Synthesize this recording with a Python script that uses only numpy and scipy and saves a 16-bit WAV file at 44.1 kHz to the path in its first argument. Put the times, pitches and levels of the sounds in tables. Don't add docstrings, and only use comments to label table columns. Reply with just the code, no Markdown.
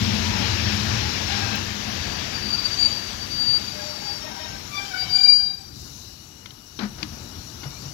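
import sys
import numpy as np
from scipy import signal
from scipy.fft import rfft, irfft, next_fast_len
from scipy.io import wavfile
from scipy.ndimage import uniform_filter1d, map_coordinates

SR = 44100
rng = np.random.default_rng(int(sys.argv[2]) if len(sys.argv) > 2 else 0)


def gain_from_db(level_db):
    decades = np.asarray(level_db, float) / 20
    return 10 ** decades


def digitize_waveform(pressure):
    field = np.atleast_2d(pressure).T
    bounded = np.clip(field, -1, 1)
    quanta = np.round(bounded * 32767).astype(np.int16)
    wavfile.write(sys.argv[1], SR, quanta)


N = 349713
T = np.arange(N) / SR

# peak_s [s], peak_db [dB], grow_s [s], lose_s [s]
FLUTTER_BURSTS = [(2.15, -40, .39, .32), (2.36, -32, .05, .035), (2.395, -37, .03, .03),
                  (2.44, -34, .05, .04), (2.467, -31, .04, .03), (2.492, -27.5, .015, .013),
                  (2.51, -26, .014, .015), (2.543, -23.5, .033, .035), (2.595, -27.5, .035, .025),
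                  (2.635, -32, .035, .03), (2.66, -22.5, .027, .022), (2.68, -33, .02, .03),
                  (2.737, -26, .04, .025), (2.78, -35, .03, .02), (2.806, -22, .018, .05),
                  (2.825, -19.5, .06, .06), (2.857, -17.5, .025, .035), (2.885, -32, .03, .02),
                  (2.925, -26, .035, .035), (2.955, -32, .02, .02), (2.972, -30, .02, .025),
                  (2.995, -35, .012, .012), (3.03, -37, .1, .2), (3.62, -34, .03, .025),
                  (3.652, -35, .02, .015), (3.687, -31, .025, .02), (3.72, -37, .03, .04),
                  (3.9, -39, .4, .25)]
CLEAN_BURSTS = [(3.225, -35, .049, .067), (3.33, -31, .04, .04), (3.385, -29, .1, .1),
                (3.43, -24.5, .09, .06), (3.48, -21, .04, .06), (3.5, -20, .05, .055),
                (3.543, -18.5, .035, .04), (3.568, -21, .03, .025), (4.09, -32, .066, .136)]
# peak_s [s], peak_db [dB], grow_s [s], lose_s [s]
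ROD_BURSTS = [
    (3.82, -44.5, 0.1349, 0.2714),
    (4.15, -56, 0.269, .25),
]
# peak_s [s], peak_db [dB], grow_s [s], lose_s [s]
UPPER_BURSTS = [
    (5.22, -21.5, .075, .08),
    (5.255, -16.5, .07, .1),
    (5.3, -14.5, .12, .17),
    (5.42, -24.5, .1, .164),
    (5.68, -52.5, .2, .334),
]
LOWER_BURSTS = [(4.775, -37, .036, .07), (4.88, -47, .1, .1), (5.02, -27, .064, .045),
                (5.11, -28, .023, .05), (5.14, -21, .03, .05), (5.162, -17, .045, .025),
                (5.205, -25, .06, .08), (5.235, -21.5, .05, .08), (5.26, -22, .1, .166),
                (5.42, -34, .1, .208), (5.62, -49, .2, .17)]
# peak_s [s], peak_db [dB], grow_s [s], lose_s [s]
HALF_BURSTS = [(4.755, -33, 0.03827, .03), (4.785, -31, .03, .04), (4.835, -37.5, .02, 0.0406),
               (5.16, -37.5, 0.033, .04), (5.195, -35, .03, 0.04886), (5.28, -31.5, 0.03866, 0.0886),
               (5.35, -52.5, .3, 0.3088)]
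QUARTER_BURSTS = [
    (4.77, -35.5, 0.0648, 0.0525),
    (4.815, -43, .05, 0.0725),
]
# time_s [s], below_upper_hz [Hz]
MODE_SPLIT = [(4.6647, 28), (5.172, 28), (5.18, 42), (5.228, 42), (5.234, 21), (5.29, 22.6), (5.33, 28.5),
              (5.4, 28.1), (6, 28)]
# multiple [ratio], level_db [dB]
OVERTONES = [(1, 0.5), (1.5, -44), (2, -42), (2.5, -46), (3, -45)]
WHEEL_HZ, UPPER_HZ, HALF_HZ, QUARTER_HZ, ROD_HZ = 4639, 4724, 2353, 1170, 600
LAST_WHEEL_S = (4.6647, 6)
DRIFT_HZ = 14

# time_s [s], slip_rate_hz [Hz], level_db [dB]
GROAN_PATH = [(4.74, 800, -55), (4.8, 795, -44.5), (4.9, 785, -45.5), (4.93, 748, -43.5), (5.12, 750, -45),
              (5.27, 778, -45.5), (5.35, 785, -57.5), (5.43, 792, -49.5), (5.72, 797, -68.5)]
# multiple [ratio], level_db [dB]
GROAN_MULTIPLES = [(3, -4), (4, -4.5), (5, -6.5), (7, -3.5), (8, -20)]
# peak_s [s], peak_db [dB], grow_s [s], lose_s [s]
GROAN_FLARE = [
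    (4.945, -34.5, .04, 0.086),
]
# start_s [s], end_s [s], slip_rate_hz [Hz], level_db [dB]
SLIPS = [
    (3.78, 3.862, 828.7, -49),
    (4.01, 4.162, 820.3, -50),
    (4.21, 4.31, 622.4, -47.5),
    (4.28, 4.438, 779.5, -52),
    (4.39, 4.492, 618.5, -46.5),
    (4.451, 4.601, 786.3, -50),
]
# multiple [ratio], level_db [dB]
SLOW_SLIP = [(1, 2), (3, -1.5), (4, -4.5), (5, -5), (6, -0.5)]
FAST_SLIP = [(1, 2), (2, 0), (3, -6), (4, -5.5)]
# start_s [s], end_s [s], pitch_hz [Hz], width_hz [Hz],
# level_db [dB]
WHINES = [(-.2, 1.7, 5430, 56, -41.5), (-.2, .35, 5260, 40, -48), (1.7, 4.1, 5820, 90, -50),
          (3.8, 4.7, 5495, 36, -45), (-.2, 1.7, 4030, 150, -46), (-.2, 1.4, 4740, 80, -48),
          (1.28, 1.62, 810, 50, -40), (1.28, 1.62, 1590, 60, -40), (.2, .55, 970, 45, -43.5),
          (3.55, 4.7, 2150, 20, -56), (2.7, 3.35, 8030, 50, -59), (4.98, 5.2, 3935, 24, -43.5),
          (5.19, 5.36, 3902, 8, -40), (5.3, 5.62, 3900, 14, -45), (4.6, 8.2, 5670, 110, -55),
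          (5.7, 8.2, 2900, 30, -64), (6.7, 8.6, 5670, 90, -51), (5.15, 5.42, 6290, 30, -52),
          (4.97, 5.3, 5490, 45, -47), (5.2, 5.5, 5500, 20, -51), (5.13, 5.41, 7075, 45, -48),
          (5, 5.32, 3130, 60, -48), (5.33, 5.5, 3140, 30, -54), (4.91, 5.17, 2255, 65, -46),
          (5.36, 5.55, 1590, 25, -56), (1.82, 2.1, 5810, 45, -46), (3.85, 4.55, 870, 80, -53),
          (4.55, 4.95, 5570, 60, -50), (7.58, 7.8, 2900, 30, -64)]
# start_s [s], end_s [s], pitch_hz [Hz], level_db [dB]
CREAKS = [(.3, .52, 850, -44), (1, 1.12, 850, -42), (1.4, 1.6, 2600, -43), (2.05, 2.15, 8050, -60),
          (2.78, 2.93, 6930, -45), (4.1, 4.28, 8050, -61), (4.25, 4.5, 960, -52), (5.13, 5.23, 4672, -40),
          (4.73, 4.79, 5820, -47), (5.15, 5.22, 3530, -49), (7.75, 7.81, 1290, -59),
          (7.855, 7.93, 2900, -56), (4.87, 4.93, 3150, -51), (5.55, 5.64, 7820, -63),
          (5.57, 5.65, 797, -54)]

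# time_s [s], level_db [dB]
ROLLING_LEVEL = [(0, -36), (.68, -35), (1.04, -37), (1.28, -37.5), (1.32, -35), (1.58, -37.5),
                 (1.74, -39.5), (2.85, -42.5), (3.75, -47.5), (4.39, -48.5), (4.77, -53), (5.08, -48),
                 (5.21, -54), (5.3, -63), (5.42, -73), (7.93, -84.5)]
# freq_hz [Hz], density_db [dB per Hz]
RUMBLE_SPECTRUM = [(12, -57), (20, -31.5), (41, -8.5), (87, 3.5), (102, -1), (145, -3), (211, -5.5),
                   (255, -9), (311, -10), (400, -16.5), (520, -36), (880, -120)]
DRONE_SPECTRUM = [(150, -23.5), (250, -4), (302, -2.5), (350, -5.5), (558, -8.5), (688, -8.5), (830, -6),
                  (1030, -8.5), (1500, -9), (1950, -39.5), (3300, -120)]
GRIND_SPECTRUM = [(880, -31), (1500, -7), (1630, 1), (1980, -1.5), (2580, 0.5), (5040, -1), (5340, -1),
                  (7000, -12), (9100, -44), (15400, -120)]
LAYERS = {"rumble": (-40.5, 0.8584, -60, 8.5), "drone": (-45.5, 0.7356, -66.5, 6.5),
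          "grind": (-36, 1.0, -63.5, 6)}
# peak_s [s], peak_db [dB], grow_s [s], lose_s [s]
JOLTS = [
    (3.33, -52, 0.202, 0.1769),
    (4.7, -55, 0.2925, 0.3085),
    (5.08, -50.5, 0.1494, 0.128),
    (5.83, -54, 0.272, 0.229),
    (6.82, -49.5, 0.1049, .3),
]
# peak_s [s], peak_db [dB], grow_s [s], lose_s [s]
BOGIE_SWELLS = [
    (0, -27, .2, 0.2782),
    (.54, -28, 0.2374, 0.517),
    (1.0, -29.5, 0.5, 0.173),
    (1.45, -32, 0.3266, 0.3036),
]
ROLLING_START_DB = -36
SLOWING_DB_PER_S = 4.0
DOOR_OPENS_S, DOOR_OPENING_S = 6.7167, 0.2954

# time_s [s], peak_db [dB], pitch_hz [Hz], second_pitch_hz [Hz], burst_s [s]
TICKS = [
    (6.458, -28, 2100, 3700, .0035),
    (6.506, -35, 3971, 2900, .0028),
    (6.79, -27, 4151, 3800, .006),
    (7.029, -15.5, 2450, 4600, .002),
    (7.632, -35, 1450, 2150, .012),
]
# start_s [s], length_s [s], scrape_db [dB], boom_hz [Hz], boom_db [dB]
THUDS = [
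    (5.852, .01, -53.5, 220.1, -51.5),
    (6.788, 0.05056, -34, 206.1, -23.5),
    (6.98, 0.054, -45, 209.3, -37),
    (7.0, .035, -50, 310, -35),
    (7.124, 0.010162, -49.5, 223.9, -36.5),
    (7.63, 0.035, -44, 139.6, -30.5),
    (7.82, .04, -49, 137.8, -34),
]
# time_s [s], pitch_hz [Hz], level_db [dB]
HINGE = [(7.69, 2130, -62), (7.715, 2230, -57), (7.74, 2300, -61), (7.77, 2370, -53), (7.795, 2430, -56),
         (7.81, 2430, -66)]
# freq_hz [Hz], density_db [dB per Hz]
SCRAPE_SPECTRUM = [(100, -19), (250, 5.5), (500, -8), (900, -4), (1500, -5), (2800, -15), (4900, -12),
                   (6500, -23), (9000, -63.5)]
CRACK_SPECTRUM = [(250, -14), (900, -13), (1500, -7), (2300, -6.5), (3500, 0.5), (5000, -7), (7000, -15.5),
                  (8500, -36), (12000, -68.5)]

# time_s [s], level_db [dB]
AIR_FLOW = [(0, -42.5), (1.04, -43.5), (2, -46), (2.87, -44.5), (3.1, -46.5), (3.8, -46), (4.6, -50),
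            (4.78, -46), (5.21, -47), (5.34, -50), (5.5, -54), (5.72, -54.5), (5.8, -48), (6.02, -50),
            (6.35, -56.5), (6.8, -54), (7.1, -49.5), (7.93, -49.5)]
# freq_hz [Hz], density_db [dB per Hz]
AIR_SPECTRUM = [(1470, -50), (2500, -24.5), (2810, -8), (3420, -19.5), (3740, -1), (5050, -2.5), (5710, 1),
                (6180, -1.5), (7730, -10.5), (8640, -27.5), (9500, -23), (12400, -45.5), (20900, -120)]
LEFT_HISS = [(7500, -41.5), (8700, -19.5), (9500, -8.5), (11300, 0), (12300, -3), (13200, -7.5),
             (15000, -6.5), (15800, -10.5)]
RIGHT_HISS = [(9800, -61), (10300, -33), (11500, -24), (13000, -8), (15700, -4.5), (15800, -89)]

# freq_hz [Hz], gain_db [dB]
FACING_PORT = [(20, -10.5), (45, 8), (70, 3), (300, 5), (800, 6.5), (16000, 6)]
SHADE = [(40, -4), (90, -1.5), (200, -7.5), (430, -11.5), (800, -17), (2300, -24.5), (4100, -36),
         (5500, -70), (8000, -80), (16000, -36)]
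# freq_hz [Hz], likeness [0-1]
LIKENESS = [(60, 1), (430, 0.92), (800, 0.66), (1400, 0.56), (3000, 0.21), (5000, 0.2), (16000, .1)]
LAG_S, REST_LAG_S, PHASE_LAG_RAD = .00041, .00012, .55
STOP_S, TOP_HZ = 5.7, 15790
TAP_S, TAP_DB = 1.558, -36.5


def squeal():
    out = sing(FLUTTER_BURSTS, WHEEL_HZ, 0.17, 260, (1.8, 4.5), DRIFT_HZ)
    out += sing(CLEAN_BURSTS, WHEEL_HZ, 0.04053, 60.164, (3.1, 4.3), DRIFT_HZ / 4)
    out += sing(ROD_BURSTS, ROD_HZ, .15, 19.72, (3.6, 4.5))
    last = T[int(LAST_WHEEL_S[0] * SR):int(LAST_WHEEL_S[1] * SR)]
    lower_hz = UPPER_HZ - np.interp(last, *np.transpose(MODE_SPLIT))
    for rows, hz in ((LOWER_BURSTS, lower_hz), (UPPER_BURSTS, UPPER_HZ)):
        for k, rel_db in OVERTONES:
            out += gain_from_db(rel_db) * sing(rows, k * hz, .005 * k ** 4, 47, LAST_WHEEL_S)
    out += sing(QUARTER_BURSTS, QUARTER_HZ, 0.1757, 62.73, LAST_WHEEL_S)
    out += gain_from_db(-2.5) * sing(QUARTER_BURSTS, 3 * QUARTER_HZ, 0.698, 120, LAST_WHEEL_S)
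    return out + sing(HALF_BURSTS, HALF_HZ, 0.3783, 150, LAST_WHEEL_S)


def groan():
    out = np.zeros(N)
    span, hz, level_db = curves(GROAN_PATH)
    first = tone(hz, 0.9164, width_hz=90)
    top = sum(gain_from_db(rel_db) * tone(k * hz, .8, width_hz=150) for k, rel_db in GROAN_MULTIPLES)
    second_gain = np.hypot(gain_from_db(level_db - 3.5), gain_from_db(bursts(GROAN_FLARE, span)))
    second = second_gain * tone(2 * hz, 0.6022, width_hz=120)
    out[span] = gain_from_db(level_db - 1.0) * (first + gain_from_db(0.8731) * top) + second
    return out


def block_slips():
    rows = []
    for start, end, hz, db in SLIPS:
        multiples = SLOW_SLIP if hz < 700 else FAST_SLIP
        rows += [(start, end, k * hz, 45, db + rel_db) for k, rel_db in multiples]
    return swelling_lines(rows)


def whines():
    return swelling_lines(WHINES)


def creaks():
    return swelling_lines([(start, end, hz, 45, db + 1.5) for start, end, hz, db in CREAKS])


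def rolling():
    sway = wobble(4.4178)
    fall_db = curves(ROLLING_LEVEL)[1] - ROLLING_START_DB
    speed_gain = follow(-SLOWING_DB_PER_S * T, *LAYERS["rumble"])
    rumble = np.hypot(speed_gain, gain_from_db(bursts(JOLTS, slice(N))))
    rumble *= gain_from_db(7.5 + 0.769 * sway + 1.067 * wobble(9.8)) * rush(RUMBLE_SPECTRUM, patchy_db=0.0)
    drone = follow(fall_db, *LAYERS["drone"])
    drone *= gain_from_db(8.5 + 0.6191 * sway + 0.4407 * wobble(11)) * rush(DRONE_SPECTRUM, patchy_db=1.0)
    grind = follow(fall_db, *LAYERS["grind"])
    grind *= gain_from_db(5.5 + 0.5433 * sway + 0.3626 * wobble(14)) * rush(GRIND_SPECTRUM, patchy_db=1.3533)
    return rumble + drone + grind


def bogies():
    out, span = np.zeros(N), slice(0, int(4.7 * SR))
    fall_db = -1.3317 * SLOWING_DB_PER_S * T[span]
    flat = np.ones(len(fall_db))
    low = np.hypot(gain_from_db(-30.5 - 3 + fall_db), gain_from_db(bursts(BOGIE_SWELLS, span)))
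    high = gain_from_db(-31.5 + fall_db + 2 * wobble(3.4873, size=len(flat)))
    out[span] = low * tone(96 * flat, .9, width_hz=50) + high * tone(210 * flat, .9, width_hz=50)
    return out


def door():
    out, t = np.zeros(N + SR), np.arange(SR // 2) / SR
    grit = rush(SCRAPE_SPECTRUM, patchy_db=1.7426)
    crack = rush(CRACK_SPECTRUM, patchy_db=1.5)
    for s, db, hz, second_hz, burst in TICKS:
        after = np.maximum(t - burst, 0)
        snap = gain_from_db(-60 * after / 0.0123)
        tail = gain_from_db(-12 - 60 * after / 0.0957)
        shape = np.minimum(t / 0.0005423, 1) * (snap + tail)
        pair = np.sin(2 * np.pi * hz * t) + np.sin(2 * np.pi * second_hz * t)
        ring = crack[round(s * SR / 2):][:len(t)] + 0.9 * snap ** .3 * pair
        out[round(s * SR):][:len(t)] += gain_from_db(db - 11.0) * shape * ring
    for s, length, scrape_db, hz, boom_db in THUDS:
        t60 = 0.03137 + 1.8 * length
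        after = np.maximum(t - length, 0)
        scrape = gain_from_db(scrape_db - 60 * after / 0.2053) * np.minimum(t / 0.004185, 1)
        scrape *= grit[round(s * SR / 3):][:len(t)]
        build = np.clip(t / length, 0, 1) ** 4
        decay = gain_from_db(boom_db - 60 * (after / t60) ** 1.5604)
        boom = decay * build * np.sin(2 * np.pi * hz * (t - length))
        out[round(s * SR):][:len(t)] += scrape + boom
    span, hz, db = curves(HINGE)
    out[span] += gain_from_db(db) * tone(hz, 0.2023, width_hz=60)
    return out[:N]


def brake_air():
    level_db = curves(AIR_FLOW)[1] + 3.0 + 0.738 * wobble(4.7)
    return gain_from_db(level_db) * rush(AIR_SPECTRUM, patchy_db=2.5)


def shaded_port(front):
    knots = rng.uniform(-8.5, 9.49, 500)

    def shaded(hz, lag):
        alike = np.clip(along(LIKENESS, hz), 0, 1)
        late = np.exp(-1j * (PHASE_LAG_RAD + 2 * np.pi * hz * lag))
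        scattered = np.exp(1j * np.interp(hz, np.arange(500) * 50, knots))
        return gain_from_db(along(SHADE, hz)) * (alike * late + np.sqrt(1 - alike ** 2) * scattered)

    stopped = np.clip((T - STOP_S) / .3, 0, 1)
    moving = filtered(front * (1 - stopped), lambda hz: shaded(hz, LAG_S))
    return moving + filtered(front * stopped, lambda hz: shaded(hz, REST_LAG_S))


def port_hiss():
    level_db = -52 + 0.668 * (curves(AIR_FLOW)[1] - AIR_FLOW[0][1])
    left = gain_from_db(7.5) * rush(LEFT_HISS, patchy_db=1.5)
    right = gain_from_db(-16.0) * rush(RIGHT_HISS, patchy_db=1.0)
    return gain_from_db(level_db) * np.array([left, right])


def housing_tap():
    spectrum = [(9000, -40.5), (12000, -4), (16000, 0), (18000, -8)]  # Hz, dB per Hz
    tap = gain_from_db(TAP_DB - 60 * np.abs(T - TAP_S) / .012) * rush(spectrum, patchy_db=-2)
    return tap * gain_from_db([[3], [0]])


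def sing(rows, hz, rough, width_hz, span_s, drift_hz=0):
    out = np.zeros(N)
    span = slice(int(span_s[0] * SR), int(span_s[1] * SR))
    db = bursts(rows, span)
    out[span] = gain_from_db(db) * tone(hz + drift_hz * wobble(70, size=len(db)), rough, width_hz)
    return out


def swelling_lines(rows):
    out = np.zeros(N)
    for start, end, hz, width, db in rows:
        fade = min(.3, 0.22435 * (end - start))
        span, swell = curves([(start, 0), (start + 0.24 * fade, 1), (end - fade, 1), (end, 0)])
        waver = .006 * wobble(14, size=len(swell)) * (end - start < .2)
        out[span] += gain_from_db(db) * swell * tone(hz * (1 + waver), width / 70, 1.6 * width)
    return out


def bursts(rows, span, bend=1.7926):
    levels = []
    for s, db, grow, lose in rows:
        side_s = np.where(T[span] < s, grow, lose)
        levels.append(db - 20 * (np.abs(T[span] - s) / side_s) ** bend)
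    return np.max(levels, axis=0)


def follow(fall_db, start_db, slope, rest_db, door_db):
    opened = np.clip((T - DOOR_OPENS_S) / DOOR_OPENING_S, 0, 1)
    return np.hypot(gain_from_db(start_db + slope * fall_db), gain_from_db(rest_db + door_db * opened))


def tone(hz, rough, width_hz):
    rough = np.clip(rough, 0, 1)
    blur = (wobble(width_hz, size=len(hz)) + 1j * wobble(width_hz, size=len(hz))) / np.sqrt(2)
    ends = signal.windows.tukey(len(hz), min(1, 1500 / len(hz)))
    swing = (np.sqrt(1 - rough) + np.sqrt(rough) * blur) * ends
    return np.sqrt(2) * np.real(swing * np.exp(2j * np.pi * np.cumsum(hz) / SR))


def rush(spectrum, patchy_db):
    z = signal.stft(rng.standard_normal(N), nperseg=512)[2]
    field = uniform_filter1d(rng.standard_normal(z.shape), 4, 0)
    field = uniform_filter1d(field, 12, 1)
    x = signal.istft(z * gain_from_db(patchy_db * unit(field)), nperseg=512)[1][:N]
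    return unit(filtered(x, lambda hz: gain_from_db(along(spectrum, hz))))


def filtered(x, response):
    m = next_fast_len(N + SR // 2)
    return irfft(rfft(x, m) * response(np.fft.rfftfreq(m, 1 / SR)), m)[..., :N]


def wobble(rate, size=N):
    knots = rng.standard_normal(int(size * 400 / SR) + 4)
    return map_coordinates(knots, [T[:size] * min(rate, 400)])


def curves(rows):
    s, *cols = np.transpose(rows)
    span = slice(max(int(s[0] * SR), 0), int(s[-1] * SR) + SR // 50)
    return [span] + [np.interp(T[span], s, c) for c in cols]


def along(points, hz):
    f, v = np.transpose(points)
    return np.interp(np.log(hz + 1), np.log(f + 1), v)


def unit(x):
    return x / np.sqrt(np.mean(np.abs(x) ** 2) + 1e-20)


def scene():
    train = squeal() + groan() + block_slips() + whines() + creaks() + rolling() + bogies()
    front = filtered(train + door() + brake_air(), lambda hz: gain_from_db(along(FACING_PORT, hz)))
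    ports = np.array([front, shaded_port(front)]) + port_hiss()
    return filtered(ports, lambda hz: hz < TOP_HZ) + housing_tap()


def band_limit(x):
    return signal.sosfilt(signal.butter(12, 16990, fs=SR, output="sos"), x)


def record(dry):
    return band_limit(dry)


dry = scene()
out = record(dry)
digitize_waveform(out)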